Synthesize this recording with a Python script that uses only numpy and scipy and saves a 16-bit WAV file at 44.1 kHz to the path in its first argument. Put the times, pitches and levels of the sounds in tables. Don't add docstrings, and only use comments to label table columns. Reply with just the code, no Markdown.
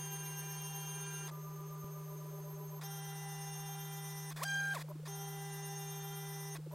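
import sys
import numpy as np
from scipy.fft import rfft, irfft, next_fast_len
from scipy.io import wavfile
from scipy.ndimage import uniform_filter1d

SR = 44100
rng = np.random.default_rng(int(sys.argv[2]) if len(sys.argv) > 2 else 0)


def wav_out(sig):
    wavfile.write(sys.argv[1], SR, np.round(np.clip(np.atleast_2d(sig).T, -1, 1) * 32767).astype(np.int16))


N = 297234
T = np.arange(N) / SR

STEP_HZ, RAPID_HZ, RAPID_RAMP_S = 398.26, 1593.0, 0.091
STEPS_PER_THROB, TOP_HZ = 50, 15850
# (start [s], stop [s])
STROKES = [(-.1, 1.303), (2.811, 4.331), (4.361, 4.827), (5.054, 6.576)]
# (frequency [Hz], relative density [dB])
SLIDING = [(100, -120), (300, -104), (800, -99.5), (1200, -94), (2200, -104), (4000, -108), (8000, -107),
           (11000, -113), (15000, -115)]


def amp(db):
    return 10 ** (np.asarray(db) / 20)


def unit(x):
    return x / np.sqrt(np.mean(np.abs(x) ** 2) + 1e-20)


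def along(points, hz):
    freqs, values = np.transpose(points)
    return np.interp(np.log(hz + 1), np.log(freqs), values)


def filtered(x, response):
    size = next_fast_len(N + SR // 4)
    return irfft(rfft(x, size) * response(np.fft.rfftfreq(size, 1 / SR)), size)[..., :N]


def noise(spectrum):
    return filtered(rng.standard_normal(N) * np.sqrt(SR / 2), lambda hz: amp(along(spectrum, hz)))


def waver(t, width_hz, steep, size=2048):
    hz = np.fft.fftfreq(size, 2 / size)
    white = rng.standard_normal(size) + 1j * rng.standard_normal(size)
    curve = np.fft.ifft(np.fft.fft(white) / (1 + (hz / width_hz) ** 2) ** steep)
    return np.interp(t - t[0], np.arange(size) * 2 / size, unit(curve))


def swell(at, width_s):
    return np.exp(-np.minimum(((T - at) / width_s) ** 2, 100) / 2)


def blip(at, hz, db, width_s):
    return np.sqrt(2) * amp(db) * swell(at, width_s) * np.sin(2 * np.pi * hz * (T - at))


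def steady_hiss():
    # (frequency [Hz], density [dB/Hz])
    centre = [(20, -95.5), (60, -100), (200, -101), (450, -96.5), (1200, -100), (2000, -106), (4000, -109),
              (9000, -110), (15000, -113)]
    side = [(100, -135), (400, -118), (4000, -117), (9000, -118), (15000, -122)]
    return noise(centre), noise(side)


def hum(hz=152.98, skip_s=1.844):
    cycles = hz * T + 0.45 * (T > skip_s)
    return amp(-43.7) * np.sin(2 * np.pi * cycles)


def carriage():
    # (multiple of the step rate, relative level [dB], flutter [0-1])
    left_lines = [(1.0, -58, 0.8), (2.0, -61, 0.9), (2.5, -60, 0.7), (3.0, -73, 0.9), (3.5, -67, 0.8),
                  (4.5, -69, 0.9), (5.0, -73, 0.9), (5.5, -76, 0.9), (6.0, -67, 0.9), (7.0, -59, 0.3),
                  (7.5, -76, 0.9), (9.0, -69, 0.7), (10.0, -75, 0.9), (11.0, -73, 0.9), (12.0, -75, 0.9),
                  (13.0, -77, 0.9), (15.0, -67, 0.8), (15.5, -77, 0.9), (17.0, -74, 0.8), (19.0, -77, 0.9),
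                  (20.0, -78, 0.9), (20.5, -79, 0.9), (21.0, -73, 0.9), (22.0, -70, 0.9), (23.0, -56, 0.7),
                  (24.0, -71, 0.8), (29.0, -78, 0.9), (30.0, -71, 0.8), (32.0, -57, 0.8)]
    right_lines = [(2.5, -63.0, 0.7), (3.0, -73.0, 0.9), (4.0, -67.0, 0.8), (4.5, -69.0, 0.8),
                   (7.5, -79.0, 0.9), (8.5, -78.0, 0.9), (9.5, -75.0, 1.0), (10.0, -77.0, 0.9),
                   (11.0, -78.0, 0.9), (17.0, -72.0, 0.8), (18.0, -76.0, 0.9), (19.0, -80.0, 0.9),
                   (20.0, -77.0, 0.9), (21.0, -76.0, 0.9), (22.0, -72.0, 0.9), (22.5, -73.0, 0.9),
                   (23.5, -78.0, 0.9), (24.0, -69.0, 0.8), (25.0, -80.0, 0.9), (29.0, -76.0, 0.6),
                   (30.0, -72.0, 0.5), (35.0, -80.0, 0.7), (36.0, -79.0, 0.7), (37.0, -79.0, 0.7)]
    rapid_lines = [(0.5, -54, 0.3), (1.5, -61, 0.8), (2.5, -65, 0.9), (3.5, -64, 0.7), (4.0, -54, 0.8),
                   (4.5, -69, 0.7), (5.0, -64, 0.8), (5.5, -76, 0.9), (6.0, -63, 0.6), (6.5, -72, 0.9),
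                   (7.0, -75, 0.7), (7.5, -73, 0.9), (8.0, -69, 0.8), (8.5, -76, 0.8), (9.0, -76, 0.8)]
    left_orders = (4, 8, 14, 16)
    right_orders = (2, 3.5, 5, 6, 7, 8, 9, 13, 14, 15, 16, 23, 32)
    rapid_orders = (2, 3)
    # (relative level [dB], flutter [0-1], swing [dB], peak after start [s], period [s])
    left_swells = [(-61.5, 0.48, 3.5, .39, .82), (-62.5, 0.34, 3, .06, 0.87), (-68, 1, 6, 0.65, 1.1),
                   (-51, 0.23, 1, 0.11, 0.95)]
    right_swells = [(-56.5, 0.81, 2.8, 0.53, 2.3), (-69, 0.91, 4.2, 0.12, 0.93),
                    (-63, 0.34, 3.3, 0.46, 0.87), (-74, .8, 4.6, 1.0, 1.5), (-67, 0.55, 3.8, 0.61, 1.32),
                    (-67, 0.55, 5.6, 0.19, 0.87), (-65.5, 0.61, 2.9, 0.95, 1.4), (-68.5, .7, 3, 1.32, 0.68),
                    (-62.5, 0.42, 2.1, .71, 0.68), (-63.5, 0.85, 3.5, 1.33, 1.06),
                    (-57, 0.59, 3.2, 0.78, .86), (-58, 0.67, 0.98, 1.38, 0.77),
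                    (-58.5, 0.87, 2.7, 1.04, 1.16)]
    rapid_swells = [(-52.5, 0.32, 6.1, 0.17, 0.26), (-59, 0.86, 4, 0.08, 0.53)]
    # (relative level [dB], flutter [0-1])
    right_tones = [(-58.8, 0), (-54.5, 0.13)]
    # (time [s], relative level [dB])
    rapid_tone = [(4.455, -43.5), (4.503, -39), (4.551, -37.5), (4.735, -37.5)]
    # (frequency [Hz], relative density [dB])
    whirr = [(100, -120), (450, -89.5), (900, -99), (1500, -93.5), (3000, -101), (8000, -104),
             (13000, -102), (15500, -105)]

    leftward, rightward, run_back, right_again = STROKES
    lines = left_lines + rail_swells(left_orders, left_swells, leftward[0])
    out = stepper(*leftward, STEP_HZ, lines, ramp_s=0.023, whine_db=0.2, roughness=1.45, chatter=0.11,
                  buzz_db=-85.5, sweep_db=-51, rub=SLIDING, rub_db=-1)
    for stroke, (db, flutter) in zip([rightward, right_again], right_tones):
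        lines = right_lines + rail_swells(right_orders, right_swells, stroke[0]) + step_tone(db, flutter)
        out += stepper(*stroke, STEP_HZ, lines, ramp_s=0.024, whine_db=-0.37, roughness=1, chatter=0.11,
                       buzz_db=-96, sweep_db=-45.5, rub=SLIDING, rub_db=-1)
    lines = rapid_lines + rail_swells(rapid_orders, rapid_swells, run_back[0])
    lines += step_tone(np.interp(T, *np.transpose(rapid_tone)), flutter=0.13)
    return out + stepper(*run_back, RAPID_HZ, lines, ramp_s=RAPID_RAMP_S, whine_db=-0.25, roughness=1.6,
                         chatter=0.66, buzz_db=-94, sweep_db=-38.5, rub=whirr, rub_db=0.5)


def rail_swells(orders, rows, start):
    return [(order, db + swing_db * np.cos(2 * np.pi * (T - start - peak_s) / period_s), flutter)
            for order, (db, flutter, swing_db, peak_s, period_s) in zip(orders, rows)]


def step_tone(db, flutter):
    return [(1, db + np.zeros(N), flutter)]


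def stepper(start, stop, cruise_hz, lines, ramp_s, whine_db, roughness, chatter,
            buzz_db, sweep_db, rub, rub_db):
    speed = np.clip(np.minimum(T - start, stop - T) / ramp_s, 0, 1)
    moving = speed > 0
    t, pace = T[moving], speed[moving]
    steps = np.cumsum(pace) * cruise_hz / SR
    shaft = 2 * np.pi * steps / STEPS_PER_THROB
    angle = 2 * np.pi * steps + 0.011 * np.sin(shaft) + 0.0094 * waver(t, 2.8, steep=1).real
    whine = motor_whine(moving, angle, shaft, cruise_hz, lines, roughness, chatter)
    sweep = frame_sweep(cruise_hz * pace, angle, way=np.sign(start + stop - 2 * t))
    out = amp(rub_db) * speed * noise(rub)
    buzz = microstep_buzz(angle / 2, cruise_hz / 2)
    out[moving] += pace ** 20 * (amp(whine_db) * whine + amp(buzz_db) * buzz)
    out[moving] += amp(sweep_db) * pace ** 1.63 * np.sqrt(1 - pace ** 4) * sweep
    return out


def motor_whine(moving, angle, shaft, cruise_hz, lines, roughness, chatter):
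    # (frequency [Hz], share)
    random_share = [(400, 0.53), (800, 0.46), (1400, 0.42), (2500, 0.68), (6000, 0.5), (13000, 0.39)]
    throb_share = [(400, 0.057), (2500, 0.04), (5500, 0.33), (6400, 0.51), (9000, 0.44), (13000, 0.47)]
    # (frequency [Hz], share)
    chatter_share = [(400, 0.09), (600, 0.67), (1000, 0.65), (3000, 0.59), (13000, .5)]
    # (frequency [Hz], size at full flutter [rad])
    slip_size = [(400, 2.65), (800, 2.27), (1400, 0.89), (3000, 0.58), (13000, 0.3)]
    # (frequency [Hz], scale of level drift [dB])
    drift = [(800, -2.65), (1400, 5.5), (4000, -2), (7000, 8.5), (9000, -0.5), (13000, 6.5)]
    t = T[moving]
    whine = np.zeros(len(t))
    for order, db, flutter in lines:
        hz = order * cruise_hz
        lag = rng.uniform(0, 2 * np.pi, 3)
        depth = flutter * max(along(throb_share, hz), chatter * along(chatter_share, hz))
        throb = 1 + depth * (np.cos(shaft + lag[0]) + 0.9 * np.cos(2 * shaft + lag[1]))
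        rough = np.clip(roughness * flutter * along(random_share, hz), 0, 0.95)
        slipping = phase_slips(t, flutter * along(slip_size, hz))
        wobble = np.sqrt(1 - rough ** 2) * slipping + rough * waver(t, 33, steep=1)
        if np.ndim(db):
            level = amp(db[moving])
        else:
            level = amp(db) * unit(amp(along(drift, hz) * waver(t, 1.54, steep=2.4).real))
        tone = (wobble * np.exp(1j * (order * angle + lag[2]))).real
        whine += np.sqrt(2) * level * unit(throb) * tone
    return whine


def phase_slips(t, size_rad, per_second=11, ease_s=0.0039):
    times = np.cumsum(rng.exponential(1 / per_second, 64))
    phase = np.cumsum(size_rad * rng.standard_normal(65))[np.searchsorted(times, t - t[0])]
    width = int(ease_s * SR)
    return unit(uniform_filter1d(uniform_filter1d(np.exp(1j * phase), width), width))


def microstep_buzz(angle, repeat_hz, size=4096):
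    count = int(TOP_HZ / repeat_hz)
    harmonics = rng.standard_normal(count) + 1j * rng.standard_normal(count)
    cycle = irfft(np.r_[0, harmonics], size) * size / 2
    return np.interp(angle / (2 * np.pi) % 1, np.arange(size) / size, cycle)


def frame_response(hz):
    # (frequency [Hz], width [Hz], gain [dB])
    modes = [(580, 350, -2), (1062, 230, 4), (1786, 350, 2.5), (2530, 64, 0.5), (3350, 180, -2),
             (3880, 570, -3.5), (5000, 350, -4)]
    return sum((-1) ** k * amp(db) * 1j * hz * width / (centre ** 2 - hz ** 2 + 1j * hz * width)
               for k, (centre, width, db) in enumerate(modes))


def frame_sweep(step_hz, angle, way):
    ring_hz, ring_width_hz, lag_hz = 1040, 59, 44.4
    ring_db, push_db = 7, 1
    sweep = 0
    for order in (0.5, 1, 2, 3):
        late_hz = order * step_hz - way * lag_hz
        nearness = np.exp(-np.minimum(((late_hz - ring_hz) / ring_width_hz) ** 2, 100) / 2)
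        answer = frame_response(late_hz) * amp(nearness * (ring_db + way * push_db))
        sweep += (answer * np.exp(1j * order * angle)).real / np.sqrt(max(order, 1))
    return sweep


def rattles():
    # (frequency [Hz], relative density [dB])
    fizz_spectrum = [(300, -20), (2000, -3.5), (4000, -3.5), (7000, -0.5), (12000, -3), (15500, -8)]
    jolt_inset_s, jolt_s, rattle_s, rattle_speed_share = 0.011, 0.012, 0.0043, 0.83
    moving = uniform_filter1d(sum((T > start) * (T < stop) * 1.0 for start, stop in STROKES), size=128)
    jolts = sum(swell(start + jolt_inset_s, jolt_s) + swell(stop - jolt_inset_s, jolt_s)
                for start, stop in STROKES)
    start, stop = STROKES[2]
    from_rest = np.minimum(T - start, stop - T)
    ramps = amp(-56) * (from_rest > 0) * (from_rest < RAPID_RAMP_S)
    up = swell(start + rattle_speed_share * RAPID_RAMP_S, rattle_s)
    down = swell(stop - rattle_speed_share * RAPID_RAMP_S, rattle_s)
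    body_level = np.hypot(ramps, amp(-51.5) * jolts + amp(-45) * (up + down))
    fizz_level = np.hypot(ramps, amp(-56) * jolts + amp(-37) * up + amp(-46.5) * down)
    body = unit(filtered(rng.standard_normal(N), frame_response))
    return moving * (body_level * body + fizz_level * unit(noise(fizz_spectrum)))


def lead_screw():
    # (multiple of the step rate, relative level [dB], flutter [0-1])
    screw_lines = [(2.0, -72.0, 1.0), (2.5, -63.0, 0.8), (15.0, -81.0, 0.9), (15.5, -83.0, 1.0),
                   (16.5, -84.0, 0.9), (23.0, -77.0, 0.9), (23.5, -85.0, 0.9), (31.0, -80.0, 0.9),
                   (32.0, -65.0, 0.8), (34.5, -80.0, 0.9)]
    orders = (1, 1.5, 3, 16, 33)
    # (relative level [dB], flutter [0-1], swing [dB], peak after start [s], period [s])
    swells = [(-57.5, 0.88, .5, 1.2, 2), (-65.5, 1, 3.1, 1.1, 1.6), (-66.5, 0.77, 7.4, 0.31, 2.7),
              (-65.5, 0.63, 0.48, 0.36, 2), (-68, 1, 5.5, .46, 2.1)]
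    travel, *nudges = [(1.293, 2.815), (4.868, 4.935), (6.695, 6.9)]  # (start [s], stop [s])
    moves = [(travel, screw_lines + rail_swells(orders, swells, travel[0]))]
    moves += [(nudge, screw_lines + step_tone(db=-56.5, flutter=1)) for nudge in nudges]
    return sum(stepper(*move, STEP_HZ, lines, ramp_s=0.022, whine_db=0.3, roughness=1, chatter=0.84,
                       buzz_db=-101, sweep_db=-48, rub=SLIDING, rub_db=-3) for move, lines in moves)


def whistle():
    hz = np.interp(T, [1.4, 2.0, 2.7], [7700, 9050, 10400])
    throb = 1 + 0.68 * np.cos(2 * np.pi * T * STEP_HZ / STEPS_PER_THROB)
    return amp(-72) * throb * swell(2.2, 0.29) * np.sin(2 * np.pi * np.cumsum(hz) / SR)


def judders(width_s=0.0075):
    # (time [s], level of the lower tone [dB])
    shakes = [(2.744, -57), (4.91, -49.5), (6.736, -49)]
    return sum(blip(at, 1.5 * STEP_HZ, db, width_s) + blip(at, 2.5 * STEP_HZ, db - 4, width_s)
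               for at, db in shakes)


def bench_thuds():
    return sum(blip(stop + 0.02, hz=45, db=-67.5, width_s=0.012) for _, stop in STROKES[1::2])


def undertone(hz=1416):
    return amp(-53) * swell(4.66, 0.05) * np.sin(2 * np.pi * hz * T)


def jogs():
    # (time [s], pitch [Hz], level [dB])
    blips = [(4.848, 517, -53), (4.959, 320, -49), (5.0, 438, -53), (5.038, 514, -53), (6.589, 328, -52),
             (6.601, 460, -56), (6.668, 510, -50), (6.675, 354, -49.5)]
    return sum(blip(at, hz, db, width_s=0.0036) for at, hz, db in blips)


def scene():
    plotter = carriage() + lead_screw() + rattles()
    plotter += whistle() + judders() + bench_thuds() + undertone() + jogs()
    hiss, side = steady_hiss()
    middle = plotter + hum() + hiss
    return np.array([middle + side, middle - side])


def record(dry):
    return filtered(dry, lambda hz: hz < TOP_HZ)


dry = scene()
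out = record(dry)
wav_out(out)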